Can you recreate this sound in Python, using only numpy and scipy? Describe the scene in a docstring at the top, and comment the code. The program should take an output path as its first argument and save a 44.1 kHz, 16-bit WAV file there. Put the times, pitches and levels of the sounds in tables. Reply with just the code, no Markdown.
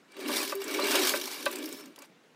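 """A wooden model carousel is pushed round twice by hand and coasts to rest, close to a phone in a quiet room.
Wood rubs on wood as noise and struck rings, cut into short slips; the hollow base rumbles as shaken resonances.
Loose figures knock with decaying modes, strong slips scuff as bright noise puffs, a few short high chirps sound
as like puffs, and the bearing squeaks faintly in narrow tones. A short noise tail adds the room's echo over a
steady shaped noise floor."""
import sys
import numpy as np
from scipy import signal
from scipy.io import wavfile
from scipy.ndimage import uniform_filter1d

SR = 44100
rng = np.random.default_rng(int(sys.argv[2]) if len(sys.argv) > 2 else 0)


def attenuation_scalar(level_db):
    """Turn a level in dB into a linear amplitude multiplier (20 dB per decade)."""
    decades = np.asarray(level_db, float) / 20
    return 10 ** decades


def put_to_file(sound):
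    """Save the sound as 16-bit audio at rate SR, in the file named by the first command-line argument."""
    columns = np.atleast_2d(sound).T  # one column per channel
    safe = np.clip(columns, -1, 1)
    whole_steps = np.round(safe * 32767)
    wavfile.write(sys.argv[1], SR, whole_steps.astype(np.int16))


N = 103635  # length [samples]


def evened(x):
    """Scales a sound to an RMS of 1."""
    return x / np.sqrt(np.mean(x ** 2) + 1e-20)


def add(mix, s, sound):
    """Lays a sound into the mix at s seconds, cut off at the end."""
    part = mix[round(s * SR):][:len(sound)]
    part += sound[:len(part)]


def resonate(x, hz, width):
    """One resonance of gain 1, fixed or moving: shifts hz down to zero, smooths and shifts back."""
    turn = np.exp(2j * np.pi * np.cumsum(hz * np.ones(len(x))) / SR)
    r = np.exp(-np.pi * width / SR)
    return 2 * (turn * signal.lfilter([1 - r], [1, -r], x / turn)).real


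def noise(points, patch_db):
    """Noise of a given spectrum whose level drifts in patches of time and frequency."""
    frames = N // 128 + 5
    hz = np.fft.rfftfreq(512, 1 / SR)
    a, b, patches = rng.standard_normal((frames, 257, 3)).T
    patches = uniform_filter1d(patches, size=5, axis=0)  # over frequency
    patches = evened(uniform_filter1d(patches, size=10, axis=1))  # over time
    f, db = np.transpose(points)
    shape = np.interp(np.log(hz + 1), np.log(f + 1), db, -90, -90)[:, None]
    spectrum = (a + 1j * b) * attenuation_scalar(shape + patch_db * patches)
    return evened(signal.istft(spectrum, nperseg=512, noverlap=384)[1][:N])


def turning_level(column):
    """Gain over time of one layer of the turning carousel, following the two pushes."""
    # Pushes and coasting: (time [s], rumble level [dB], rubbing level [dB], treble hiss level [dB])
    turning = np.array([(.08, -67, -71, -98), (.14, -64, -56, -87), (0.191, -39, -47.5, -53.5),
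                        (.26, -36, -41, -52), (.29, -34.5, -39.5, -41), (.34, -35, -34, -35),
                        (.39, -37.5, -35.5, -32.5), (0.481, -44.5, -41.5, -41), (.52, -46, -47.5, -44),
                        (0.582, -52, -53, -60.5), (0.611, -54, -44, -46.5), (.66, -40.5, -43.5, -50),
                        (.72, -37.5, -39.5, -40), (.8, -32.5, -35.5, -42.5), (.85, -33, -33, -38.5),
                        (.9, -34.5, -31.5, -31), (.97, -31, -28, -31.5), (1.03, -31.5, -32, -32),
                        (1.088, -39, -32, -28), (1.12, -38, -35.5, -33), (1.201, -42, -45, -43.5),
                        (1.33, -51.5, -42.5, -41.5), (1.45, -42.5, -48.5, -46.5), (1.56, -41, -44, -52),
                        (1.64, -40, -48, -48.5), (1.78, -49, -53, -49.5), (1.86, -51.5, -57, -64),
                        (1.91, -51, -66, -68), (1.95, -76, -64.5, -83), (2.0, -51, -56.5, -97),
                        (2.05, -79, -57, -60), (2.1, -58, -99, -97)])
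    return attenuation_scalar(np.interp(np.arange(N) / SR, turning[:, 0], turning[:, column], -120, -120))


def room_tone():
    """The quiet room's steady noise, strongest in the bass, with slightly drifting patches."""
    # Room spectrum: (frequency [Hz], relative density [dB per Hz])
    spectrum = [(59, -55), (100, 8), (178, 5), (330, 1), (456, 3.5), (577, -3.5), (655, -5), (2210, -8),
                (6730, -20), (15100, -32), (16500, -27)]
    return attenuation_scalar(-60.5) * noise(spectrum, patch_db=1.5)


def room_echo(near):
    """The room's reflections: a noise tail that starts after 4 ms and falls by 60 dB in 0.25 s."""
    t = np.arange(SR // 2) / SR
    tail = rng.standard_normal(len(t)) * attenuation_scalar(-60 * t / 0.25) * (t > .004)
    return attenuation_scalar(-15.5) * signal.fftconvolve(near, tail / np.linalg.norm(tail))[:N]


def squeaks():
    """Narrow tones that swell fast and fade where a part sticks and sings; fuzzy ones are noise in the ring."""
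    # Squeaks: (start [s], length [s], frequency [Hz], level [dB], width [Hz], fuzz [0-1])
    songs = [(0.079, 0.24, 2310, -62, 30, 0.46), (.545, 0.12, 394, -33, 25, 0.08),
             (0.4, 0.023, 2500, -34, 99, 0.7), (0.82, 0.024, 4100, -35.5, 200, 1),
             (0.66, 0.32, 2290, -44.5, 120, 0.82), (1.726, 0.048, 16000, -47, 231.5, .9),
             (1.775, .02, 14600, -57, 250, .7), (1.69, 0.2, 5390, -56.5, 65, 1)]
    out = np.zeros(N)
    for s, length, hz, db, width, fuzz in songs:
        t = np.arange(0, length, 1 / SR)
        noisy = evened(resonate(resonate(rng.standard_normal(len(t)), hz, width), hz, 2 * width))
        pure = np.sqrt(2) * np.sin(2 * np.pi * hz * t)
        swell = np.sin(np.pi * (t / length) ** .45)  # an exponent below 1 peaks early
        add(out, s, attenuation_scalar(db) * swell * ((1 - fuzz) * pure + fuzz * noisy))
    return out


def scuffs():
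    """Bright puffs with one main ring and a few chance ones: mostly the strongest slips, plus a few short high
    chirps near 1.7 s."""
    # Scuffs: (time [s], nominal peak level [dB], main ring [Hz])
    puffs = [(0.119, -44.5, 4600), (0.167, -43, 4770), (0.208, -35, 4200), (0.2791, -27.5, 5400),
             (0.3267, -26, 4600), (0.4153, -25, 4550), (0.553, -27.5, 13600), (0.6404, -26, 8000),
             (0.6785, -25.5, 4900), (0.84, -25.5, 3940), (1.088, -22, 4940), (1.198, -25.5, 4650),
             (1.256, -24, 5600), (1.456, -20.5, 4400), (1.513, -27.5, 13900), (1.528, -27, 4140),
             (1.5574, -25, 8000), (1.586, -30.5, 8000), (1.657, -26, 5430), (1.6892, -32, 14400),
             (1.726, -28, 8600), (1.8573, -39.5, 6460), (1.9596, -38.5, 3170), (1.988, -35.5, 5500),
             (2.0205, -36, 6800), (2.057, -54, 8930)]
    rise_s, decay_s = 0.00088, 0.0042
    ring_db, stray_db, ring_width_hz = 7, -4, 630
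    out, t = np.zeros(N), np.arange(2000) / SR
    high = signal.butter(3, 2520, "high", fs=SR, output="sos")
    envelope = np.minimum(t / rise_s, 1) * np.exp(-t / decay_s)
    for s, db, hz in puffs:
        puff = evened(signal.sosfilt(high, rng.standard_normal(len(t))))
        stray_hz = rng.uniform(4500, 15000, size=4)
        stray = sum(evened(resonate(puff, f, ring_width_hz)) for f in stray_hz)
        main = evened(resonate(puff, hz, ring_width_hz))
        puff = puff + attenuation_scalar(ring_db) * main + attenuation_scalar(stray_db) * stray
        add(out, s, attenuation_scalar(db) * evened(puff) * envelope / 2)  # half leaves room for the noise's peaks
    return out


def knocks():
    """Blow and bounce ring the wood: low modes build slowly, hard contacts reach higher, near modes ring most."""
    # Blows: (time [s], level [dB], contact hardness as top frequency [Hz], mode nearest the blow [Hz])
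    blows = [(.292, -30, 1620, 1200), (.521, -28, 2630, 1160), (.788, -27.5, 1930, 1160),
             (.942, -25, 2000, 1170), (1.1365, -24, 2950, 1500), (1.461, -21, 4860, 1650),
             (1.977, -51, 1200, 900), (2.019, -48.5, 5100, 1920)]
    # Modes of the wood: (frequency [Hz], level [dB], decay by 60 dB [s])
    modes = [(572, 5, .05), (870, -6, .04), (1000, -5, .08), (1160, -3, .07), (1540, -2, .045),
             (2000, -7, .035), (2330, -3, .03), (2580, 0, .04), (3900, -9, .03), (4600, -9, .025)]
    near_boost_db, near_octaves, spread_db = 6, .2, 1.5
    rise_cycles, rattle_s, clack_db = 5.5, .006, -7
    bounce_s, bounce_db = .013, -9
    out, t = np.zeros(N), np.arange(4000) / SR
    for s, db, top_hz, near_hz in blows:
        contact = rng.standard_normal(len(t)) * np.exp(-t / rattle_s)
        ring = 0
        chances = rng.standard_normal((len(modes), 3))
        for (hz, mode_db, t60), (spread, turn, back) in zip(modes, chances):
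            near_db = near_boost_db * np.exp(-(np.log2(hz / near_hz) / near_octaves) ** 2)
            rise = np.sin(np.pi / 2 * np.minimum(t * hz / rise_cycles, 1)) ** 2
            decay = attenuation_scalar(-60 * np.maximum(t - rise_cycles / hz, 0) / t60)
            gain = attenuation_scalar(mode_db + near_db + spread_db * spread)
            mode = gain * rise * decay * np.sin(2 * np.pi * (hz * t + turn))
            bounce = back * np.roll(mode, round(bounce_s * SR))  # chance strength and sign
            ring = ring + mode + attenuation_scalar(bounce_db) * bounce
        clack = resonate(resonate(contact, top_hz / 2, top_hz / 2), top_hz / 2, top_hz / 2)
        hit = evened(ring) + attenuation_scalar(clack_db) * evened(clack)
        hit = signal.lfilter(*signal.butter(2, top_hz, fs=SR), hit)
        add(out, s, attenuation_scalar(db) * hit / np.sqrt(2 * np.mean(hit[:400] ** 2)))  # levelled by its first 9 ms
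    return out


def rumble():
    """The bearing shakes the hollow base in its low modes, which waver as the load shifts."""
    # Modes of the base: (frequency [Hz], width [Hz], level [dB])
    modes = [(215, 50, -20), (270, 45, -3), (310, 55, -4), (362, 50, -3), (397, 38, -1), (480, 60, -14),
             (585, 55, -7)]
    # The load leans between lower and upper modes: (time [s], boost of the upper over the lower [dB])
    lean = [(.19, 0), (.25, -6), (.5, 3), (.67, -1), (.95, 3.5), (1.18, 3), (1.5, 1), (1.86, -8.5)]
    lean_hz, waver = 340, .025  # divide between the modes; RMS pitch drift as a share
    shake = rng.standard_normal(N)
    lean_db = np.interp(np.arange(N) / SR, *np.transpose(lean))
    wander = uniform_filter1d(uniform_filter1d(rng.standard_normal(N), size=3000), size=3000)
    drift = 1 + waver * evened(wander)
    rings = 0
    for k, (hz, width, db) in enumerate(modes):
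        ring = evened(resonate(resonate(shake, hz * drift, 2 * width), hz * drift, width))
        gain = attenuation_scalar(db + lean_db * np.sign(hz - lean_hz) / 2)
        rings = rings + gain * ring * (-1) ** k  # neighbours in opposite polarity
    return turning_level(column=1) * evened(rings)


def rubbing():
    """Stick and slip: slips start sharply and die; hiss follows fully, rub in part; grit ticks the wood's rings."""
    # Woody rub spectrum: (frequency [Hz], relative density [dB per Hz])
    rub_spectrum = [(290, -68), (500, -28), (590, -29.5), (689, -10.5), (991, -8), (1250, -9.5),
                    (2740, -11), (7000, -24.5), (9100, -18.5), (15400, -120)]
    # Treble hiss spectrum: (frequency [Hz], relative density [dB per Hz])
    hiss_spectrum = [(2940, 0), (5000, 0), (5550, 1.5), (6370, -5), (11800, -5.5), (15500, -7)]
    # Rings of the rubbed wood: (frequency [Hz], width [Hz], level [dB])
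    wood_rings = [(1010, 40, -2), (1155, 50, -1), (1570, 60, -1), (1740, 50, -1), (2290, 50, 6),
                  (2780, 90, 2), (3880, 70, 1), (4600, 90, 0)]
    slips_per_s, slip_spread_db, slip_decay_s = 100, 5, 0.0036
    steady, rub_share = 1.87, 0.59  # rubbing between slips; exponent of the slips on the rub
    grit_per_s, grit_spread_db, rings_db = 250, 5., -2
    patch_db = 2.5

    kick_db = slip_spread_db * np.minimum(rng.exponential(1, N), 2.5)
    kicks = (rng.random(N) < slips_per_s / SR) * attenuation_scalar(kick_db)
    slips = signal.lfilter([1], [1, -np.exp(-1 / (slip_decay_s * SR))], kicks)
    slips = evened(steady + slips)

    size = (len(wood_rings), N)
    grit = (rng.random(size) < grit_per_s / SR) * attenuation_scalar(grit_spread_db * rng.standard_normal(size))
    rings = sum(attenuation_scalar(db) * evened(resonate(ticks, hz, width))
                for ticks, (hz, width, db) in zip(grit, wood_rings))
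    rub = evened(noise(rub_spectrum, patch_db) + attenuation_scalar(rings_db) * evened(rings))
    woody = turning_level(column=2) * rub * evened(slips ** rub_share)
    hiss = turning_level(column=3) * noise(hiss_spectrum, patch_db) * slips
    return woody + hiss


def scene():
    """The turning carousel with its echo over the room tone, as one channel."""
    near = squeaks() + scuffs() + knocks() + rumble() + rubbing()
    return (near + room_echo(near) + room_tone())[None]


def low_pass(x):
    """Removes everything above the highest recorded frequency."""
    return signal.sosfilt(signal.butter(12, 16850, fs=SR, output="sos"), x)


def record(dry):
    """The phone microphone cuts the bass and the extreme top."""
    bass_cut = signal.butter(4, 167, "high", fs=SR, output="sos")
    top_cut = signal.firwin(151, 15800, window=("kaiser", 4), fs=SR)
    thin = signal.sosfilt(bass_cut, dry)
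    mix = signal.oaconvolve(thin, top_cut[None], "same")
    return low_pass(mix)


dry = scene()
out = record(dry)
put_to_file(out)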